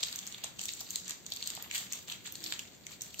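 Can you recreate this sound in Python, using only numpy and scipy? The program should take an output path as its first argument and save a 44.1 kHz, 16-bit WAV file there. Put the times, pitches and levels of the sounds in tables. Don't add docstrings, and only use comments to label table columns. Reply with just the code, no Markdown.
import sys
import numpy as np
from scipy import signal
from scipy.fft import rfft, irfft
from scipy.io import wavfile

SR = 44100
rng = np.random.default_rng(int(sys.argv[2]) if len(sys.argv) > 2 else 0)


def master(y):
    cut = np.clip(np.atleast_2d(y).T, -1, 1)
    pcm = np.round(cut * 32767)
    wavfile.write(sys.argv[1], SR, pcm.astype(np.int16))


N = 141120

# start_s, strength_db, facet_pitch_hz, brightness_db, airiness_db
CREASE_SNAPS = [(.031, -23.5, 3800, -7, -29), (0.0355, -29, 3450, -2, -26), (0.0835, -35, 4340, -22, -56),
                (0.1267, -32, 4450, -8, -25), (0.159, -42, 4140, 6.5, -6.5), (0.1891, -36.5, 4040, 3, -20),
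                (0.267, -39.5, 5300, -21, -13.5), (0.274, -47.5, 4560, 10.5, -12),
                (0.324, -42.5, 3330, 1, -31), (0.3451, -36, 3440, -36, -37), (0.382, -47.5, 3940, -13, -30),
                (0.4385, -31, 3430, -18, -21), (0.4422, -40, 3400, 8.5, -20),
                (0.5924, -33.5, 3090, -4.5, -26), (0.6142, -60.5, 3200, 24.5, -5),
                (0.637, -40, 4130, 1, -18), (0.6549, -38, 3850, 5, -13), (0.6846, -38.5, 3520, 2, -33),
                (0.6901, -31, 3330, -10, -34), (0.7353, -51, 3300, 14.5, -14), (0.806, -45, 4470, 8, -9),
                (0.81, -38.5, 4500, -6, -8.5), (0.9059, -42.5, 4250, 10, -6.5),
                (0.9576, -26.5, 4420, -1, -20.5), (1.0796, -49.5, 3320, 11, -9),
                (1.0948, -41, 5230, 5.5, -7.5), (1.1075, -34.5, 4240, 3, -18.5),
                (1.264, -37.5, 4000, 1, -20), (1.3024, -45.5, 4800, -26, -10.5),
                (1.321, -28, 4080, -8.5, -28), (1.336, -46, 4400, 4, -8), (1.3626, -42, 4440, 4, -11.5),
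                (1.37, -37.5, 3800, -10, -25), (1.4256, -30, 4160, -9, -28), (1.4392, -43, 4300, 2, -21),
                (1.4736, -32, 4600, 0.5, -14), (1.5021, -33, 4080, -2, -15.5), (1.5506, -43, 4700, 3, -8.5),
                (1.5671, -38.5, 3870, -10, -30), (1.6242, -40, 4870, -3, -6.5),
                (1.7119, -32.5, 2680, -6, -43), (1.756, -29.5, 2820, -12, -27), (1.7794, -35, 4450, 0, -21),
                (1.9239, -45, 2900, 13, -3), (1.9325, -39, 2790, 5.5, -10), (2.0817, -44, 3100, -2.5, -28),
                (2.0988, -35, 3160, -15, -24), (2.1221, -36, 3560, -3, -42), (2.2734, -45.5, 3530, 2, -19),
                (2.3228, -53.5, 3830, 7.5, 6.5), (2.354, -37, 4300, -2.5, -35), (2.44, -33, 4550, -10, -17),
                (2.4624, -30, 3830, -32, -37), (2.5234, -29, 3570, -6, -25), (2.5373, -36.5, 4000, -7, -31),
                (2.5925, -34.5, 2800, -2, -19.5), (2.8667, -41, 2430, 1.5, -21),
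                (3.009, -42.5, 3700, 0.5, -20), (3.0186, -42.5, 4550, 11, -6), (3.1431, -43, 2790, -1, -13),
                (3.1936, -32.5, 5500, -4.5, -23)]
# time_s, level_db, treble_weight_db, crunch_weight_db
TWIST_ENVELOPE = [(0.0, -38, -9, -14), (0.03, -40.5, -7, -16.5), (0.429, -55, -3.5, -6.5),
                  (0.44, -48.5, -25, -4.5), (0.56, -57, -10, -14.5), (0.6, -40, -5, -20),
                  (0.88, -47.5, -8.5, -17), (0.91, -43.5, 2, -18), (1.05, -45.5, -18, -20.5),
                  (1.1, -41, -21, -9), (1.18, -56, -11, -18), (1.47, -41, -9, -16), (1.688, -56, -7, -6.5),
                  (1.748, -34, -0.5, -13), (1.899, -52, -12.5, -15), (1.921, -42.5, -6, -10.5),
                  (2.06, -60, 1.5, -11.5), (2.099, -41.5, -3, -7), (2.18, -59.5, -12, -11),
                  (2.235, -54, -4, -13), (2.262, -42, -4, -8), (2.3, -55, -8, -12),
                  (2.47, -44, -1.5, -14.5), (2.82, -57.5, -27, -15), (2.89, -55, -6, -9),
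                  (2.923, -40, -5.5, -15), (2.98, -71.5, -23, -16.5), (3.01, -48.5, -4.5, -12.5),
                  (3.17, -53.5, -6, -19), (3.2, -30.5, -12, -34)]
# frequency_hz, gain_db
CRINKLE_SPECTRUM = [(290, -66), (500, -15), (1250, -10), (3290, -2), (4540, -1), (5250, -10), (7350, 0),
                    (8380, -11.5), (10600, -31), (12100, -15.5), (14800, -21), (15700, 2), (16400, -41)]
# start_s, peak_db, pitch_hz
FINGER_KNOCKS = [(0.442, -38, 730), (0.592, -40.5, 690), (0.811, -43, 870), (1.096, -37.5, 1930),
                 (1.575, -35.5, 1000), (1.662, -44, 1020), (2.5225, -28, 1620), (3.193, -38, 501)]
# frequency_hz, relative_density_db
ROOM_SPECTRUM = [(15, -48), (25, 5.5), (209, -2.5), (631, -12), (1200, -20.5), (1450, -18), (2300, -19.5),
                 (4150, -39), (7000, -20), (10400, -37.5), (15500, -16.5)]

SNAP_CORRELATION, DULL_CORRELATION = 0.12, 0.43


def crease_snaps():
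    span = 1536
    snap_decay_s, fade_s = 0.00033, 0.0043
    out = np.zeros((2, N + span))
    t = np.arange(-span // 2, span // 2) / SR
    release = np.maximum(t, 0) ** 2 * np.exp(-np.abs(t) / snap_decay_s)
    rise_and_fade = amp(-16.5) * np.exp(-np.abs(t) / fade_s)
    envelope = release / release.max() + rise_and_fade
    for start_s, strength_db, pitch_hz, brightness_db, airiness_db in CREASE_SNAPS:
        burst = stereo_noise(span, SNAP_CORRELATION) * envelope
        width_hz = 0.52 * pitch_hz
        facet = resonate(resonate(burst, pitch_hz, width_hz), pitch_hz, width_hz)
        thump = band(burst, (500, 1810))
        crack = band(burst, (5870, 7730))
        air = band(burst, (11160, 16560))
        parts = [(facet, 8), (thump, -14), (crack, brightness_db + 11), (air, airiness_db + 22.5)]
        start = int(start_s * SR)
        for part, relative_db in parts:
            peak = np.abs(part).max(axis=1, keepdims=True)
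            out[:, start:start + span] += amp(strength_db + relative_db) * part / peak
    return out[:, span // 2:N + span // 2]


def crinkle():
    base_rate_per_s, clump_db, size_spread_db, facet_q = 4000, 4.5, 3.5, 4.7
    time_s, *curves = np.transpose(TWIST_ENVELOPE)
    level_db, treble_db, crunch_db = (np.interp(np.arange(N) / SR, time_s, c) for c in curves)
    treble, crunch = amp(treble_db + 12.5), amp(crunch_db + 14)
    clumping = unit_rms(band(rng.standard_normal(N), (8, 60)))
    fires = rng.random(N) < base_rate_per_s * amp(clump_db * clumping) / SR
    size_db = size_spread_db * np.minimum(rng.exponential(1, N), 3.5)
    clicks = fires * amp(size_db) * rng.standard_normal((2, N))
    facet_of_click = rng.integers(0, 16, N)
    rings = np.zeros((2, N))
    for facet, pitch_hz in enumerate(np.geomspace(600, 16000, 16)):
        weight = treble if pitch_hz > 10000 else crunch if pitch_hz < 3700 else 1
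        drive = clicks * (facet_of_click == facet) * weight + 1e-18
        rings += resonate(drive, pitch_hz, pitch_hz / facet_q)
    return amp(level_db - 2.5) * unit_rms(colour(rings, CRINKLE_SPECTRUM))


def finger_knocks():
    span, decay_s, edge_ratio = 512, 0.0007, 1.415
    out = np.zeros((2, N + span))
    t = np.arange(span) / SR
    for start_s, peak_db, pitch_hz in FINGER_KNOCKS:
        burst = stereo_noise(span, DULL_CORRELATION) * t * np.exp(-t / decay_s)
        knock = band(burst, (pitch_hz / edge_ratio, pitch_hz * edge_ratio))
        start = int(start_s * SR)
        out[:, start:start + span] += amp(peak_db) * knock / np.abs(knock).max()
    return out[:, :N]


def palm_slide():
    centre_s, sigma_s = 2.452, 0.073
    rub = unit_rms(resonate(stereo_noise(N, DULL_CORRELATION), pitch_hz=320, width_hz=35))
    swell = np.exp(-0.5 * ((np.arange(N) / SR - centre_s) / sigma_s) ** 2)
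    return amp(-59) * rub * swell


def worktop_reflection(x, delay_s=0.0042, gain_db=-12.5):
    delayed = np.pad(x, ((0, 0), (int(delay_s * SR), 0)))[:, :N]
    return amp(gain_db) * delayed[::-1]


def kitchen_reverberation(x, t60_s=0.3, treble_t60_s=0.31, build_up_s=0.006):
    t = np.arange(SR // 2) / SR
    noise = rng.standard_normal((2, len(t)))
    treble = band(noise, (9000, 17000))
    tail = (noise - treble) * amp(-60 * t / t60_s) + treble * amp(-60 * t / treble_t60_s)
    tail *= 1 - np.exp(-(t / build_up_s) ** 2)
    tail /= np.sqrt(np.sum(tail ** 2) / 2)
    return amp(-2.5) * signal.fftconvolve(x, tail, axes=1)[:, :N]


def room_tone(hum_hz=185.7, width_hz=24):
    rumble_and_hiss = unit_rms(colour(stereo_noise(N, DULL_CORRELATION), ROOM_SPECTRUM))
    hum = resonate(rng.standard_normal(N), hum_hz, width_hz)
    hum = unit_rms(resonate(hum, hum_hz, width_hz))
    balance = amp([[1.5], [-1.5]])
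    return balance * (amp(-55) * rumble_and_hiss + amp(-69) * hum)


def amp(db):
    return 10 ** (np.asarray(db) / 20)


def unit_rms(x):
    return x / np.sqrt(np.mean(x ** 2) + 1e-20)


def band(x, edges_hz):
    return signal.sosfilt(signal.butter(2, edges_hz, "band", fs=SR, output="sos"), x)


def resonate(x, pitch_hz, width_hz):
    r = np.exp(-np.pi * width_hz / SR)
    feedback = [1, -2 * r * np.cos(2 * np.pi * pitch_hz / SR), r * r]
    return signal.lfilter([(1 - r * r) / 2, 0, (r * r - 1) / 2], feedback, x)


def colour(x, spectrum):
    frequency_hz, gain_db = np.transpose(spectrum)
    bins_hz = np.maximum(np.arange(N // 2 + 1) * SR / N, 1)
    gain = amp(np.interp(np.log(bins_hz), np.log(frequency_hz), gain_db))
    return irfft(rfft(x) * gain, N)


def stereo_noise(samples, correlation):
    mid, side = rng.standard_normal((2, samples))
    return np.sqrt(1 + correlation) * mid + np.sqrt(1 - correlation) * side * [[1], [-1]]


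def scene():
    snaps = crease_snaps()
    rustle = crinkle() + finger_knocks() + palm_slide()
    direct = snaps + rustle
    to_walls = amp(-3.5) * snaps + rustle
    return direct + worktop_reflection(direct) + kitchen_reverberation(to_walls) + room_tone()


def record(dry):
    treble_notch = signal.cheby2(6, 24, (8958, 11347), "bandstop", fs=SR, output="sos")
    bass_cut = signal.butter(2, 106, "high", fs=SR, output="sos")
    top_cut = signal.cheby2(10, 70, 16700, fs=SR, output="sos")
    return signal.sosfilt(np.vstack([treble_notch, bass_cut, top_cut]), dry)


dry = scene()
out = record(dry)
master(out)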